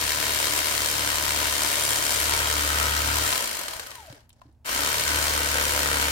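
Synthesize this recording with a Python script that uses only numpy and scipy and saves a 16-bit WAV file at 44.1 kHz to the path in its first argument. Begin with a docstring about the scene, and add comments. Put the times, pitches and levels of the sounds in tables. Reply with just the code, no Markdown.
"""A gritty, chattering buzz: an electric fillet knife is sawing through a fish on a kitchen board.
A geared motor drives two blades to and fro: steel rasps on steel, the drive knocks in its plastic
housing, the motor whines and the shaking handle hums. The knife coasts to a stop with loose clacks,
rests among soft rubs, bumps and ticks, then jolts back to speed. Counter and walls throw the rasp,
knocks, clacks and ticks back over a low room tone."""
import sys
import numpy as np
from scipy import signal
from scipy.fft import rfft, irfft, next_fast_len
from scipy.io import wavfile
from scipy.ndimage import uniform_filter1d

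SR = 44100
rng = np.random.default_rng(int(sys.argv[2]) if len(sys.argv) > 2 else 0)


def master(y):
    """Save y as 16-bit WAV."""
    cut = np.clip(np.atleast_2d(y).T, -1, 1)
    pcm = np.round(cut * 32767)  # scale
    wavfile.write(sys.argv[1], SR, pcm.astype(np.int16))


N = 269451
T = np.arange(N) / SR
RELEASE_S, RESTART_S = 3.281, 4.645  # the trigger is let go, then squeezed again


def amp(db):
    """Decibels to gain."""
    return 10 ** (np.asarray(db) / 20)


def curve(rows):
    """Automation lane: straight lines through (time_s, value) rows."""
    return np.interp(T, *np.transpose(rows))


def swells(rows):
    """Bell-shaped fades up and down, one a row."""
    return sum(amp(db) * np.exp(-((T - middle) / half) ** 2) for middle, half, db in rows)


def at_pitch(rows, hz):
    """Reads (freq_hz, value) rows on a log-frequency axis."""
    freqs, values = np.transpose(rows)
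    return np.interp(np.log(hz + 1), np.log(freqs + 1), values)


def add(mix, start_s, sound):
    """Drops a sound onto a mono or stereo track."""
    part = mix[..., round(start_s * SR):][..., :sound.shape[-1]]
    part += sound[..., :part.shape[-1]]


def colour(x, spectrum, modes=()):
    """Minimum-phase EQ of unit energy: a broad curve with resonant peaks on it."""
    hz = np.fft.rfftfreq(4096, 1 / SR)
    peaks = sum(amp(db) / (1 + (2 * (hz - pitch) / width) ** 2) for pitch, width, db in modes)
    gain = amp(at_pitch(spectrum, hz)) * (1 + peaks)
    log_gain = np.log(np.r_[gain, gain[-2:0:-1]])
    taps = np.fft.ifft(np.exp(np.conj(signal.hilbert(log_gain)))).real
    return signal.oaconvolve(x, taps / np.linalg.norm(taps))[:N]


def resonate(x, pitch_hz, width_hz):
    """Rings one damped mode."""
    pole = np.exp((2j * np.pi * pitch_hz - np.pi * width_hz) / SR)
    return signal.lfilter([1], [1, -pole], x).real


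def drift(hz):
    """Random modulation of unit rms, rolling off above hz."""
    size = next_fast_len(N)
    rolloff = 1 + (np.fft.rfftfreq(size, 1 / SR) / hz) ** 4
    wander = irfft(rfft(rng.standard_normal(size)) / rolloff, size)[:N]
    return wander / np.sqrt(np.mean(wander ** 2))


def steady(x):
    """Leveller: rides a running sound towards unit rms."""
    power = uniform_filter1d(uniform_filter1d(x ** 2, 5000), 5000)
    return x / np.sqrt(abs(power) + np.mean(power) / 100)


def tones(turns, partials, waver_db):
    """Wavering sines on multiples of a rotation."""
    return sum(amp(db + waver_db * drift(hz=5.1)) * np.sqrt(2)
               * np.sin(2 * np.pi * (multiple * turns + rng.random())) for multiple, db in partials)


def once_a_stroke(strokes, place, jitter_s, spread_db):
    """One click each time the blades pass a place in the stroke, uneven in time and force."""
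    when = np.interp(np.arange(int(strokes[-1])) + place, strokes, T)
    late, force = rng.standard_normal((len(when), 2)).T
    samples = np.round((when + jitter_s * late) * SR).astype(int)
    clicks = np.zeros(N)
    clicks[np.clip(samples, 0, N - 1)] = amp(spread_db * np.clip(force, -1.5, 1.2))
    return clicks


# Pace of the powered motor, sagging in the flesh: time_s, strokes_per_s
MOTOR_PACE = [(0, 37.23), (.75, 37.15), (1.5, 36.58), (1.9, 37.11), (2.2, 37.11), (2.55, 36.64),
              (3.1, 36.38), (3.3, 37.53), (5, 37.09), (5.45, 36.31), (5.65, 36.36), (6.1, 35.67)]

def stroke_rate(coast_s=1.439, friction_per_s2=24.22, spin_up_s=0.053):
    """Strokes a second: the motor runs, air drag and dry friction stop it, current spins it up."""
    pace = curve(MOTOR_PACE)
    brake = friction_per_s2 * coast_s
    coast = (np.interp(RELEASE_S, T, pace) + brake) * np.exp(-(T - RELEASE_S) / coast_s) - brake
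    spin_up = pace * (1 - np.exp(-np.maximum(T - RESTART_S, 0) / spin_up_s))
    return np.where(T < RELEASE_S, pace, np.maximum(coast, spin_up))


# The blades slap together as they reverse: place_in_stroke, level_db, decay_strokes
BLADE_SLAPS = [(.925, 2.5, 0.037), (0.96, 5, 0.038), (.42, 3, 0.033), (.475, 3.5, 0.086)]
# Broad, gritty EQ of the rasp: freq_hz, gain_db
RASP_EQ = [(100, -12), (300, -6), (600, 1), (950, -4.5), (2000, 2), (2500, -1), (4200, -3), (5500, -1),
           (8000, -3), (9500, -2), (10100, -8), (12700, -8), (14500, -4.5), (16000, -12)]
# Resonances of the blades: pitch_hz, width_hz, gain_db
BLADE_RESONANCES = [(984, 124, 2.5), (3025, 250, -3.5), (4350, 720, -4), (7500, 200, -12), (8800, 580, -13),
                    (11460, 240, 0)]
# Bright sheen of slapped steel: freq_hz, gain_db
STEEL_EQ = [(1000, -26), (3300, -36), (4400, -20.5), (5500, -5), (6700, -9.5), (7350, -0.5), (8100, -6.5),
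            (9300, -0.5), (10100, -13), (11500, -4), (12500, -9), (16000, -27)]
# Spells in which the blades also catch in mid-stroke: start_s, end_s
BLADE_CATCHES = [(1.56, 2.36), (3.29, 3.47)]

def blade_rasp(strokes, speed, bite_db, slide_db=-3.5, grain_db=2, catch_fade_s=0.35):
    """Steel slides on steel and flares at each slap; the long blades send each side different grit."""
    def flare(place, decay_strokes):
        clicks = once_a_stroke(strokes, place, jitter_s=0.00036, spread_db=2.5)
        fade = np.exp(-np.max(np.diff(strokes)) / decay_strokes)  # decay time is set at full speed
        return abs(uniform_filter1d(signal.lfilter([1], [1, -fade], clicks) ** 2, size=30))

    catching = sum(np.clip(np.minimum(T - start, end - T) / catch_fade_s + 0.5, 0, 1)
                   for start, end in BLADE_CATCHES)
    slap_power = sum(amp(db) ** 2 * flare(place, decay) for place, db, decay in BLADE_SLAPS)
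    slap_power += (amp(1) * catching) ** 2 * flare(place=0.21, decay_strokes=0.077)
    slide = amp(slide_db) * np.where(T < RESTART_S, speed ** 0.36, 1)  # coasting leaves mostly slaps
    ring_gain = amp(-12 - 0.15 * bite_db + 5 * catching)  # flesh muffles the steel
    centre, *sides = rng.standard_normal((3, N))
    grain = amp(grain_db * np.clip(drift(hz=1450), -2, 1.6))
    pair = []
    for side in sides:
        grit = grain * (side + 0.24 * centre) * np.sqrt(slap_power + slide ** 2)
        rasp = steady(colour(grit, RASP_EQ, BLADE_RESONANCES))
        ring = steady(colour(rng.standard_normal(N) * np.sqrt(slap_power), STEEL_EQ))
        pair.append(rasp + ring_gain * ring)
    level_db = -26 - 0.03 * bite_db + 0.74 * catching + 0.5 * drift(hz=8.1)
    return amp(level_db) * np.array(pair)


# Play in the drive, taken up in every stroke: place_in_stroke, level_db
KNOCK_PATTERN = [(0.926, 1.5), (0.984, -11), (.085, -6.5), (0.208, -9.5), (0.336, -32.5), (.45, -6.5),
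                 (0.525, -6.5), (0.569, -13), (.76, -11.5)]
# Boxy EQ of the plastic housing: freq_hz, gain_db
HOUSING_EQ = [(60, -19.5), (150, -17), (220, -4.5), (300, 0.5), (390, -8), (560, -4.5), (780, -8),
              (930, 0.5), (1400, 2), (2000, -2.5), (2800, -1.5), (6000, -31.5), (16000, -30)]
# Resonances of the housing: pitch_hz, width_hz, gain_db
HOUSING_RESONANCES = [(550, 59, -9), (955, 99, -3), (1300, 85, -9.5), (1570, 78, 0.5), (1888, 71, 7)]
# A growl and a drone swell against the knocks at some depths of the cut: middle_s, half_length_s, gain_db
GROWL_SWELLS = [(2.88, 0.46, -7), (4.9, 0.12, -10.5)]
DRONE_SWELLS = [(3.4, 0.74, -18.5), (5.68, 0.33, -7.5)]

def drive_knocks(strokes, speed, bite_db, rattle_db=-31, rise_db_per_s=0.65):
    """Crank and gear knock the housing; leaning on the blades wakes a growl and a lower drone."""
    clicks = np.zeros(N)
    for place, db in KNOCK_PATTERN:
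        force = amp(db + 2.24 * drift(hz=1.2))
        loose_strokes = strokes + 0.004 * drift(hz=1.5)
        clicks += force * once_a_stroke(loose_strokes, place, jitter_s=0.00007, spread_db=1.5)
    rattle = amp(rattle_db) * rng.standard_normal(N)
    housing = steady(colour(speed * clicks + rattle, HOUSING_EQ, HOUSING_RESONANCES))
    growl_gain = amp(-24.5 + 0.8 * bite_db) + swells(GROWL_SWELLS)
    growl = growl_gain * steady(resonate(housing, pitch_hz=1320, width_hz=300))
    drone = swells(DRONE_SWELLS) * steady(resonate(housing, pitch_hz=524, width_hz=77))
    level_db = -35.5 + 0.31 * bite_db + rise_db_per_s * T + 1.13 * drift(hz=8)  # flesh loads the drive
    return amp(level_db) * steady(housing + growl + drone)


GEAR_RATIO, SLOTS = 100 / 12, 12  # motor turns a stroke, slots in the motor
# Partials of the whine: multiple_of_motor_speed, level_db
WHINE_PARTIALS = [(1, -14), (5.5, -20), (SLOTS, 0), (4 * SLOTS, -17)]
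# How well the housing radiates the whine as its pitch passes: slot_pitch_hz, gain_db
WHINE_RADIATION = [(300, -35), (520, -13.5), (950, -6), (1400, -17), (2000, -28), (3300, -21), (3620, -1)]

def motor_whine(strokes, rate, bite_db, fade_db_per_s=0.5):
    """The motor's slots sing; play in the gear roughens the tone, most of all when it runs slack."""
    flutter_db = np.interp(rate, [0, rate.max()], [4, 1.5]) * drift(hz=90)
    level_db = -43 - 0.15 * bite_db - fade_db_per_s * T  # fades as the handle moves away
    level_db += at_pitch(WHINE_RADIATION, SLOTS * GEAR_RATIO * rate)
    turns = GEAR_RATIO * strokes + 0.0016 * drift(hz=20)
    return amp(level_db + flutter_db) * (rate > 0) * tones(turns, WHINE_PARTIALS, waver_db=1.5)


# Partials of the shaking handle: multiple_of_stroke_rate, level_db
SHAKE_PARTIALS = [(1, -59.5), (3, -50.5), (4, -56.5), (8, -51)]

def handle_hum(strokes, speed, board_db):
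    """The blades shake the handle, and the board too, twice a stroke, as they bite."""
    board = amp(board_db) * tones(strokes, [(2, 0)], waver_db=0.45)
    shake = amp(0.43 * (board_db - np.median(board_db))) * tones(strokes, SHAKE_PARTIALS, waver_db=3.5)
    rumble_eq = [(20, -28), (60, -3), (115, -2.5), (170, -10.5), (400, -14), (2000, -46.5)]
    rumble = amp(-52) * colour(rng.standard_normal(N), rumble_eq)
    return speed ** 3 * (board + shake + rumble)  # slow blades hardly shake anything


# Dark EQ of the room tone: freq_hz, gain_db
ROOM_TONE_EQ = [(30, -20.5), (75, -3.5), (160, -21.5), (280, -27.5), (420, -31), (850, -31), (1200, -42.5),
                (3000, -51.5), (16000, -57.5)]
# Appliance hum: pitch_hz, level_db
APPLIANCE_HUM = [(75, -65.5), (120, -68.5), (240, -73.5)]

def room_tone():
    """A bed of low kitchen noise, mostly centred, with a faint appliance hum."""
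    centre, *sides = (colour(rng.standard_normal(N), ROOM_TONE_EQ) for _ in range(3))
    return amp(-58) * (0.82 * centre + 0.36 * np.array(sides)) + tones(T, APPLIANCE_HUM, waver_db=1.5)


# Reverb time of the walls: freq_hz, t60_s
WALL_DECAY = [(100, 0.18), (1000, 0.32), (5000, 0.24), (16000, 0.057)]

def kitchen(x, counter_db, walls_db, counter_t60_s=0.021):
    """Adds reflections: the counter scatters a sound at once and the walls later."""
    t = T[:SR // 2]
    counter = rng.standard_normal((2, len(t))) * (t > 0.001) * amp(-60 * t / counter_t60_s)
    hz, when, spectra = signal.stft(rng.standard_normal((2, len(t))) * (t > 0.006), SR, nperseg=256)
    decay = amp(-60 * when / at_pitch(WALL_DECAY, hz)[:, None])
    walls = signal.istft(spectra * decay, SR, nperseg=256)[1][:, :len(t)]
    echoes = sum(amp(db) * tail / np.linalg.norm(tail, axis=1, keepdims=True)
                 for db, tail in [(counter_db, counter), (walls_db, walls)])
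    return x + signal.fftconvolve(x, echoes, axes=1)[:, :N]


# EQ of a clack or tick: freq_hz, gain_db
CONTACT_EQ = [(200, -21.5), (900, -8.5), (3500, -9), (9000, -16), (16000, -24.5)]

def contact(db, t60_s, tilt_db_per_octave=0, rings=()):
    """One hit of steel and plastic: a short stereo noise burst through the blade resonances."""
    envelope = amp(db - 60 * T[:SR // 5] / t60_s)
    eq = [(hz, gain_db + tilt_db_per_octave * np.log2(hz)) for hz, gain_db in CONTACT_EQ]
    bursts = envelope * rng.standard_normal((2, len(envelope)))
    return np.array([colour(burst, eq, [*BLADE_RESONANCES, *rings]) for burst in bursts])


# Clacks of the wind-down, before the trim: start_s, level_db
CLACK_CUES = [(3.327, -9), (3.356, -11), (3.405, -18), (3.546, -20), (3.682, -16.5), (3.734, -21.5),
              (3.796, -20), (3.864, -29), (3.915, -26.5), (3.952, -30), (4.126, -32.5), (4.205, -46)]

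def blade_clacks(trim_db=-7):
    """The slowing blades clack loosely together."""
    track = np.zeros((2, N))
    for start_s, db in CLACK_CUES:
        add(track, start_s, contact(db + trim_db, t60_s=0.024))
    return track


# Rubs as the knife slows and rests: middle_s, half_length_s, level_db
RUB_SWELLS = [(3.683, 0.22, -43.5), (4.125, 0.083, -53), (4.42, .11, -69)]

def soft_rubs(grain_db=3.5):
    """Dull, clumped friction of the fish and the grip."""
    eq = [(100, -15), (300, -16), (420, -12), (600, 5.5), (900, -1.5), (1200, -8.5), (1600, -1.5),
          (2400, -13), (5000, -8.5), (16000, -29)]
    force = swells(RUB_SWELLS) * amp(grain_db * drift(hz=90))
    return np.array([colour(force * rng.standard_normal(N), eq) for _ in range(2)])


# Soft, low thuds: start_s, level_db, pitch_hz
BUMP_CUES = [(3.76, -39, 80), (4.102, -35, 126), (4.127, -42, 292), (4.455, -48, 288), (4.468, -46, 120),
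             (4.487, -52, 316)]

def board_bumps(t60_s=0.079, attack_s=0.00091):
    """The knife bumps the fish and board, each thud one quickly damped sine."""
    track, t = np.zeros(N), T[:SR // 4]
    envelope = amp(-60 * t / t60_s) * (1 - np.exp(-t / attack_s))
    for start_s, db, hz in BUMP_CUES:
        add(track, start_s, amp(db) * envelope * np.sin(2 * np.pi * hz * t))
    return track


# Tiny ticks, before the trim: start_s, level_db, tilt_db_per_octave, ring_hz
TICK_CUES = [(4.293, -42, 2, 12800), (4.303, -43, 3, 3200), (4.329, -46.5, 1.5, 7800),
             (4.416, -32, -3, 990), (4.465, -59, -1.5, 4200), (4.526, -62, 5, 9000), (4.548, -66, -3, 3800)]

def handling_ticks(trim_db=-7, t60_s=0.025, ring_db=18):
    """The resting knife ticks in the hand, each contact with a broad ring of its own."""
    track = np.zeros((2, N))
    for start_s, db, tilt, hz in TICK_CUES:
        add(track, start_s, contact(db + trim_db, t60_s, tilt, rings=[(hz, 0.43 * hz, ring_db)]))
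    return track


def from_left(x, delay_s=0.00027):
    """The handle is on the left: its sound reaches the right channel later."""
    delay = np.exp(-2j * np.pi * np.fft.rfftfreq(N, 1 / SR) * delay_s)
    return np.array([x, irfft(rfft(x) * delay, N)])


def speed_gain(speed, coast_power, restart_power):
    """A fader that dies with the speed when coasting and comes back with a jolt at the restart."""
    return speed ** np.where(T < RESTART_S, coast_power, restart_power)


# How hard the blades bite, as the hum of the board shaken through the fish: time_s, level_db
BOARD_SHAKE = [(0, -43.5), (.7, -46.5), (1, -43), (1.42, -39.5), (1.6, -44.5), (2.05, -47.5), (2.3, -38.5),
               (2.75, -32.5), (3.22, -33), (3.38, -52.5), (4.8, -39.5), (5.02, -46.5), (5.12, -36),
               (5.4, -36), (5.78, -37.5), (6, -34.5)]

def scene(usual_board_db=-41.5):
    """The mix: stroke rate and bite play the knife, and the kitchen surrounds it."""
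    rate = stroke_rate()
    strokes, speed = np.cumsum(rate) / SR, rate / rate.max()
    board_db = curve(BOARD_SHAKE)
    bite_db = uniform_filter1d(board_db, size=8000) - usual_board_db
    rasp = blade_rasp(strokes, speed, bite_db) * speed_gain(speed, 1.96, restart_power=0.95)
    knocks = drive_knocks(strokes, speed, bite_db) * speed_gain(speed, 1.57, restart_power=0.56)
    steel = kitchen(rasp + blade_clacks() + handling_ticks(), counter_db=-8, walls_db=-16.5)
    plastic = kitchen(from_left(knocks), counter_db=-9.5, walls_db=-9.5)
    pan_db = 1.91 - 0.0848 * T  # the knife starts on the left and works towards the middle
    knife = (steel + plastic + motor_whine(strokes, rate, bite_db)) * amp([pan_db, -pan_db])
    hum = handle_hum(strokes, speed, board_db) * amp([[0.5], [-0.5]])  # just left of centre
    return knife + hum + room_tone() + soft_rubs() + board_bumps()


def record(dry, cutoff_hz=15950):
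    """A steep low-pass takes the very top off the mix."""
    lowpass = signal.firwin(1023, cutoff_hz, window=("kaiser", 9), fs=SR)
    return signal.oaconvolve(dry, lowpass[None], "same")


dry = scene()
out = record(dry)
master(out)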